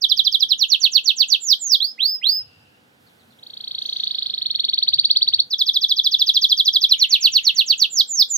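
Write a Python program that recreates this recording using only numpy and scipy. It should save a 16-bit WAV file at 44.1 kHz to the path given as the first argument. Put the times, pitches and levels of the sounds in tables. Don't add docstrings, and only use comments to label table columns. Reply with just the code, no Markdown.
import sys
import numpy as np
from scipy import signal
from scipy.fft import rfft, irfft, next_fast_len
from scipy.io import wavfile
from scipy.ndimage import uniform_filter1d, map_coordinates

SR = 44100
rng = np.random.default_rng(int(sys.argv[2]) if len(sys.argv) > 2 else 0)


def amplitude_ratio(level_db):
    exponent = np.asarray(level_db, float) / 20
    return 10 ** exponent


def inscribe(sig):
    pcm = np.round(np.clip(np.atleast_2d(sig).T, -1, 1) * 32767)
    wavfile.write(sys.argv[1], SR, pcm.astype(np.int16))


N = 369116


def canary():
    # (share of length [1], share of glide [1], level [dB])
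    short_shape = [(-.1, -.3, -63), (0, -0.36, -38.5), (.15, -0.016, -14.5), (.3, 0.29, -5),
                   (.5, .49, -4.5), (.7, .69, 4.5), (.85, 0.893, 6.5), (.97, .99, -6.5), (1.12, 1.0, -33)]
    wide_shape = [(-.05, -0.16, -45.5), (0.031, -0.29, -31.5), (0.148, 0.01, -14), (.3, .18, -10.5),
                  (.46, 0.47, -5), (.6, 0.549, 4.5), (0.8, 0.82, 3), (0.968, 1.0104, -11.5),
                  (1.032, 1.01, -36)]
    trill_shape = [(-0.55, -.75, -56), (-0.21, -0.47, -39.5), (0, 0.13, -19.5), (0.24, 0.29, -6.5),
                   (0.43, .58, 3.5), (0.6, .82, 2.5), (0.76, .96, 4), (0.95, 1.066, -7.5), (1.1, 1.1, -40)]
    arch_shape = [(-.03, 0, -37), (0.051, -.01, -28.5), (.2, .02, -21.5), (0.399, .13, -18.5),
                  (.6, 0.37, -10.5), (.8, 0.67, -2), (0.878, .81, -0.25), (.96, 1, -6), (1.028, 1.0, -40.5)]
    slide_shape = [(-.02, 0.082, -41), (0.051, 0, -36), (.14, 0.09, -21), (.4, .236, -15.5),
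                   (.6, .375, -18.5), (.75, 0.55, -6), (.88, .76, -2.1), (.96, 0.97, -4.5),
                   (1.02, 1.0, -45)]
    rise_shape = [(-.02, -.05, -42), (.05, .16, -23), (.12, .38, -7), (.23, .6, -3), (.37, .77, -1),
                  (.5, .915, -3), (.63, .975, -6.5), (.95, .995, -8), (1.02, 1.0, -40)]
    fade_shape = [(-.02, -0.15, -43), (.02, .05, -7.5), (.12, .3, -9), (.25, 0.52, -5.5), (0.399, .71, -11),
                  (0.651, .87, -18.5), (0.798, 0.94, -23), (.9, 1, -29), (0.998, 0.92, -42.5)]
    # (start [s], length [s], glide from [Hz], glide to [Hz], peak level [dB])
    arches = [
        (1.405, 0.14, 7286, 3110, -5.5),
        (7.902, 0.12, 7310, 3155, -5),
    ]
    slides = [
        (1.592, .172, 7680, 3067, -4.5),
        (8.073, 0.16467, 7660, 3225, -3),
        (8.286, 0.15, 7544, 3336, 0.5),
    ]
    rises = [
        (1.979, 0.19, 1873, 5108, -11),
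        (2.215, 0.19, 1886, 5094, -10),
    ]
    fades = [
        (1.801, .134, 3176, 5254, -7),
    ]
    pressed_by_type = [5, 4, -4, 5, 7, 5, 5.5]
    even_by_type = [-7, -5.5, -4, -2, -7.5, -1.5, 4.5]
    # (time [s], level [dB])
    breaks = [(7.275, -54.5), (7.388, -61), (7.503, -65), (7.733, -56), (7.852, -62.5)]
    break_hz, break_s = 1330, 0.016

    out = np.zeros((2, N))
    shapes = [short_shape, wide_shape, trill_shape, arch_shape, slide_shape, rise_shape, fade_shape]
    phrases = [short_chirps(), wide_chirps(), trill(), arches, slides, rises, fades]
    for shape, notes, *voice_db in zip(shapes, phrases, pressed_by_type, even_by_type):
        when, glide, shape_db = np.transpose(shape)
        for s, length_s, from_hz, to_hz, db in notes:
            pitch_hz = from_hz + glide * (to_hz - from_hz)
            voice_rows = np.tile(voice_db, (len(when), 1))
            rows = np.c_[s + when * length_s, pitch_hz, db + shape_db, voice_rows]
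            if shape is trill_shape:
                rows[:, 2:] += trill_tip(glide, length_s, db)
            add_note(out, rows, whistle)
    for s, db in breaks:
        add_note(out, [(s, 1.07 * break_hz, db, 0, 0), (s + break_s, break_hz, db, 0, 0)], whistle)
    return out


def short_chirps():
    opening_notes = [0, 4, 5]
    return_notes = [0, 1, 12, 13, 17]
    # (time of loud part [s], glide to [Hz], peak level [dB])
    opening = [
        (0.0491, 3030, -12),
        (0.3546, 3050, -12),
        (0.4351, 3075, -12.5),
    ]
    coming_back = [
        (5.5401, 3216, -16.5),
        (5.6191, 3163, -13),
        (6.4485, 3130, -10),
        (6.526, 3105, -11.5),
        (6.8464, 3135, -10.5),
    ]
    duty, loud_at = 0.65, 0.81
    fall_hz, fall_hz_per_db = 2615, 78

    runs = []
    for numbers, rows in [(opening_notes, opening), (return_notes, coming_back)]:
        s, beat_s, to_hz, db = paced(numbers, rows)
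        length_s = duty * beat_s
        from_hz = to_hz + fall_hz + fall_hz_per_db * (db + 12)
        runs.append(np.c_[s - loud_at * length_s, length_s, from_hz, to_hz, db])
    return np.concatenate(runs)


def wide_chirps():
    # (start [s], length [s], peak level [dB])
    chirps = [(0.4842, .058, -11), (0.579, .075, -12), (0.6823, .08, -11), (0.796, .083, -11),
              (0.9112, 0.084, -11), (1.037, 0.083, -11.5), (1.1576, .088, -12), (1.276, 0.088, -11.5),
              (6.885, .063, -9), (6.9798, 0.076, -10), (7.0868, 0.082, -9.5), (7.201, 0.086, -9),
              (7.3134, .083, -10), (7.4307, 0.08, -10.5), (7.5442, .082, -11), (7.6565, 0.087, -11.5),
              (7.7724, 0.088, -11.5)]
    fall_hz_per_s, low_hz = 45460, 2639
    full_s, lift_hz_per_s = .08, 11000

    s, length_s, db = np.transpose(chirps)
    to_hz = low_hz + lift_hz_per_s * np.maximum(full_s - length_s, 0)
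    return np.c_[s, length_s, to_hz + fall_hz_per_s * length_s, to_hz, db]


def trill():
    trill_notes = [0, 1, 8, 19, 25, 29, 37, 40, 47]
    # (time of loud part [s], glide to [Hz], peak level [dB])
    swell = [
        (3.396, 3930, -49),
        (3.4378, 4550, -36.5),
        (3.6827, 4560, -24),
        (4.0782, 4478, -17.5),
        (4.3057, 4400, -19.5),
        (4.4663, 4410, -16),
        (4.8349, 4538, -12.5),
        (4.998, 4594, -11),
        (5.4033, 4524, -11.5),
    ]
    from_hz = 2800
    duty, loud_at = .42, 0.76

    s, beat_s, to_hz, db = paced(trill_notes, swell)
    length_s = duty * beat_s
    return np.c_[s - loud_at * length_s, length_s, np.full(len(s), from_hz), to_hz, db]


def trill_tip(glide, length_s, db):
    relax_db, soft_press_db_per_db = 12, 1.25
    tip = np.clip(glide, 0, 1) ** 2
    longer_db = 1.14 * (1000 * length_s - 20.9)
    level_db = longer_db * (tip - .5)
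    pressed_db = -relax_db * tip - soft_press_db_per_db * (db + 11)
    even_db = relax_db * tip + 2 * longer_db
    return np.c_[level_db, pressed_db, even_db]


def paced(numbers, rows):
    every = np.arange(numbers[-1] + 1)
    s, to_hz, db = [np.interp(every, numbers, column) for column in np.transpose(rows)]
    return s, np.gradient(s), to_hz, db + .6 * rng.standard_normal(len(s))


def whistle(hz, level_db, pressed_db, even_db):
    # (multiple [1], level [dB])
    overtones = [(2, -26.5), (3, -31.5), (4, -47), (5, -54.5)]
    # (frequency [Hz], level [dB])
    brightness = [(5000, -33.5), (8000, -23.5), (9500, -12.5), (12000, 0.5), (15000, 12.5), (17000, -1)]

    size = len(hz)
    jitter = 1 + 0.0009 * wobble(270, size)
    phase = 2 * np.pi * (np.cumsum(hz * jitter) / SR + rng.random())
    over = 0
    for k, over_db in overtones:
        over_hz = k * hz
        voice_db = over_db + pressed_db + even_db * (k == 2) + at_hz(brightness, over_hz)
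        effort_db = 0.46 * (level_db - 0.8)
        gain = amplitude_ratio(voice_db + effort_db + 2.5 * wobble(150, size))
        breathy = 1 + 0.19 * wobble(1100, size)
        audible = np.clip((17500 - over_hz) / 1000, 0, 1)
        over = over + gain * breathy * audible * np.sin(k * phase)
    flutter_db = .7 * wobble(110, size)
    return amplitude_ratio(level_db + flutter_db) * np.array([np.sin(phase), over])


def add_note(out, rows, voice):
    s, *columns = np.transpose(rows)
    at = np.arange(max(int(s[0] * SR), 0), min(int(s[-1] * SR), N))
    t = at / SR
    corner = len(at) // 24 + 1
    rising_s = np.maximum.accumulate(s)
    curves = [uniform_filter1d(np.interp(t, rising_s, c), corner, mode="nearest") for c in columns]
    fade = np.clip(np.minimum(t - s[0], s[-1] - t) / 0.004, 0, 1)
    out[..., at] += voice(*curves) * fade


def wobble(hz, size):
    settle = 2000
    noise = rng.standard_normal(12000 * ((size + settle) // 12000 + 1))
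    slow = signal.sosfilt(signal.butter(2, hz, fs=SR, output="sos"), noise)[settle:settle + size]
    return slow / slow.std()


def at_hz(points, hz):
    points_hz, value = np.transpose(points)
    return np.interp(np.log(hz), np.log(points_hz), value)


def near_pair(tone, over):
    # (from [s], left minus right [dB], right lag [ms])
    perch = [
        (0, -9.7, .025),
        (3.0, -1.0, .08),
        (4.016, -2.8, .08),
        (4.616, -.4, .08),
        (5.45, -2.9, .045),
        (6.87, -3.7, .045),
        (7.415, -5.8, .025),
    ]
    # (from [s], tray echo [ms], gain [1], wall echo [ms], gain [1])
    left_path = [(0, 1.9, .3, 2.62, .3), (.468, 2.66, .3, .72, .45), (1.38, 2.66, .3, 1.88, .3),
                 (1.79, 2.4, .3, 1.0, .3), (3.3, 1.56, .3, 2.32, .3), (4.016, 2.04, .5, 1.62, .3),
                 (4.616, 2.28, .5, 2.9, .15), (5.45, 2.02, .3, 2.34, .3), (6.245, 1.52, .3, 1.18, .15),
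                 (6.87, .72, .5, 2.02, .3), (7.415, .7, .7, 1.36, .3), (7.88, 2.8, .3, .9, .15)]
    right_path = [(0, 1.78, .3, .78, .3), (.468, 1.56, .3, .7, .3), (1.38, 1.56, .3, 2.92, .15),
                  (1.79, 2.44, .3, 1.52, .45), (3.3, 1.82, .5, 2.32, .15), (4.016, 1.08, .3, 2.06, .45),
                  (4.616, 2.04, .7, 1.32, .3), (5.45, 2.02, .3, 2.36, .45), (6.245, 1.52, .5, 1.18, .15),
                  (6.87, 1.76, .3, .7, .45), (7.415, .7, .7, 1.8, .45), (7.88, 1.56, .3, 2.86, .15)]
    left_share = .7

    pan_db, lag_ms = held(perch)
    left = near_echoes(tone + over, left_path)
    late = delayed(tone, lag_ms) + delayed(over, 0.45 * lag_ms)
    right = near_echoes(late, right_path)
    return np.array([amplitude_ratio(left_share * pan_db) * left, amplitude_ratio((left_share - 1) * pan_db) * right])


def near_echoes(x, path):
    tray_ms, tray_gain, wall_ms, wall_gain = held(path)
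    tray_gain, wall_gain = 1.25 * tray_gain, 1.25 * wall_gain
    total = x + tray_gain * delayed(x, tray_ms) + wall_gain * delayed(x, wall_ms)
    return total / np.sqrt(1 + tray_gain ** 2 + wall_gain ** 2)


def held(rows):
    rows = np.array(rows)
    current = np.searchsorted(rows[:, 0] * SR, np.arange(N), "right") - 1
    return rows[np.maximum(current, 0), 1:].T


def delayed(x, ms):
    return map_coordinates(x, [np.arange(N) - ms * SR / 1000], order=3)


def room(x):
    # (level [dB], T60 [s])
    tails = [(-4.5, 0.17), (-29, 1)]
    # (delay [ms], level [dB])
    far_wall = [(17, -12.5), (11, -31.5)]
    edge_hz, above_db = 5400, -3

    t = np.arange(int(.7 * SR)) / SR
    kernel = 0
    for (db, t60_s), noise in zip(tails, rng.standard_normal((2, 2, len(t)))):
        kernel = kernel + amplitude_ratio(db - 60 * t / t60_s) * noise / np.sqrt(t60_s * SR / np.log(1e6))
    kernel = kernel * np.clip(t / 0.0012 - .5, 0, 1)
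    for ms, db in far_wall:
        at = int(ms * SR / 1000)
        kernel[[0, 1], [at, at + 5]] += amplitude_ratio(db)
    kernel = signal.sosfilt(signal.butter(1, 9000, fs=SR, output="sos"), kernel)
    low = signal.sosfilt(signal.butter(6, edge_hz, fs=SR, output="sos"), kernel)
    return convolve(x[None], (1 - amplitude_ratio(above_db)) * low + amplitude_ratio(above_db) * kernel)


def convolve(x, kernel):
    return signal.fftconvolve(x, kernel, axes=-1)[..., :N]


def far_bird():
    # (start [s], length [s], from [Hz], to [Hz], peak level [dB])
    far_notes = [
        (2.15, .73, 2776, 2750, -53.5),
        (3.06, 0.047, 4810, 2910, -53.5),
        (3.185, .055, 4670, 2900, -56),
        (3.3, 0.036, 4730, 2890, -52.5),
        (6.04, .36, 3140, 2750, -44.5),
        (6.86, .27, 2584, 2100, -42.5),
        (7.1, .24, 2480, 2750, -34),
        (7.3, .3, 2447, 2000, -46.5),
        (7.58, .17, 2035, 2400, -61),
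    ]
    chatter = [
        (3.78, .32, 5558, 5720, -47.5),
        (3.8, .67, 3814, 4300, -35),
    ]
    # (share of length [1], level [dB])
    far_shape = [(0, -12.5), (0.248, -2.5), (0.799, -6), (1, -19.5)]

    out = np.zeros((2, N))
    when, shape_db = np.transpose(far_shape)
    for notes, spread_hz in [(far_notes, 145), (chatter, 800)]:
        for s, length_s, from_hz, to_hz, db in notes:
            pitch_hz = from_hz + when * (to_hz - from_hz)
            spread = np.full(len(when), spread_hz)
            rows = np.c_[s + when * length_s, pitch_hz, spread, db + shape_db]
            for channel in out:
                add_note(channel, rows, blurred)
    t = np.arange(int(.2 * SR)) / SR
    blur = rng.standard_normal((2, len(t))) * amplitude_ratio(-60 * t / 0.15)
    return convolve(out, blur / np.sqrt(np.mean(np.sum(blur ** 2, axis=1))))


def blurred(hz, spread_hz, level_db):
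    pitch_hz = hz + spread_hz * np.tanh(wobble(96, len(hz)))
    return amplitude_ratio(level_db) * wobble(120, len(hz)) * np.sin(2 * np.pi * np.cumsum(pitch_hz) / SR)


def background(song):
    # (time [s], level [dB])
    traffic = [(0.0, -88), (0.11, -63.5), (1.26, -88), (2.33, -80.5), (2.4, -55.5), (2.87, -69),
               (4.87, -68), (4.94, -59.5), (5.01, -54.5), (5.08, -71), (5.36, -64), (5.69, -72.5),
               (6.27, -66.5), (7.04, -75.5), (7.25, -71), (8.37, -82)]
    # (frequency [Hz], density [dB per Hz])
    rumble_colour = [(15, -79), (25, -48.5), (77, -16), (108, -15), (129, -8), (170, -19.5), (220, -51),
                     (370, -120)]
    hiss_colour = [(100, -38.5), (170, -7.5), (244, -7), (300, -12), (464, -11.5), (730, -13.5),
                   (1090, -17.5), (2500, -18), (3400, -19), (4400, -23.5), (6090, -30), (10000, -32),
                   (15700, -31)]
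    air_colour = [(2000, -40.5), (4000, -4.5), (8000, -6), (12000, 2), (16000, -1.5)]
    step_s, shake_s, shake_t60_s = 3.0, 3.81, 1.6

    t = np.arange(N) / SR
    traffic_db = np.interp(t, *np.transpose(traffic)) + 1.3 + 1.3 * wobble(5, N)
    rumble = amplitude_ratio(traffic_db) * coloured(rumble_colour)

    song_power = np.abs(uniform_filter1d(song ** 2, int(.4 * SR), mode="reflect"))
    song_db = 10 * np.log10(song_power + 1e-9)
    duck_db = 0.38 * np.maximum(song_db + 25, 0)
    hiss = amplitude_ratio(-60 + 1 * (t > step_s) - duck_db) * coloured(hiss_colour)

    air = amplitude_ratio(np.where(t < step_s, -79, -70 - 1.1 * (t - step_s)))
    shake_db = -67 - 60 * np.abs(t - shake_s) / shake_t60_s + 1.5 * wobble(25, N)
    shake = (t > shake_s) * amplitude_ratio(shake_db)
    return rumble + hiss + (air + shake) * coloured(air_colour)


def coloured(spectrum):
    # (frequency [Hz], correlation [1])
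    likeness = [(60, 0.98), (150, 1), (380, 0.23), (950, -0.16), (2380, -0.73), (5980, 0.93),
                (15000, -0.48)]
    # (frequency [Hz], level [dB])
    balance = [(60, -2), (240, 0), (950, -2.5), (3770, -3.5), (15000, -0.5)]
    # (frequency [Hz], width [Hz], level [dB])
    hums = [(98, 15, 11), (133, 14, 1.5), (183, 15, -1.5), (233, 3.9, 10), (300, 16, 4.5), (494, 16, 8),
            (749, 27, 6), (860, 20, 6.5), (1516, 410, 5.5)]

    size = next_fast_len(N)
    hz = np.maximum(np.arange(size // 2 + 1) * SR / size, 1)
    mid, side = rfft(rng.standard_normal((2, size)))
    alike = np.clip(at_hz(likeness, hz), -1, 1)
    hums_db = sum(db / (1 + (2 * (hz - mode_hz) / width_hz) ** 2) for mode_hz, width_hz, db in hums)
    sign = np.array([[1], [-1]])
    pair = np.sqrt(1 + alike) * mid + sign * np.sqrt(1 - alike) * side
    pair = pair * amplitude_ratio(sign * at_hz(balance, hz) / 2)
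    out = irfft(pair * amplitude_ratio(at_hz(spectrum, hz) + hums_db), size)[:, :N]
    return out / out.mean(axis=0).std()


def scene():
    tone, over = canary()
    near = near_pair(tone, over)
    wet = room(tone + amplitude_ratio(4.5) * over)
    return near + wet + far_bird() + background(tone + over)


def top_cut(x):
    return signal.sosfilt(signal.butter(12, 15830, fs=SR, output="sos"), x)


def record(dry):
    return top_cut(np.clip(dry, -1.05, 1.05))


dry = scene()
out = record(dry)
inscribe(out)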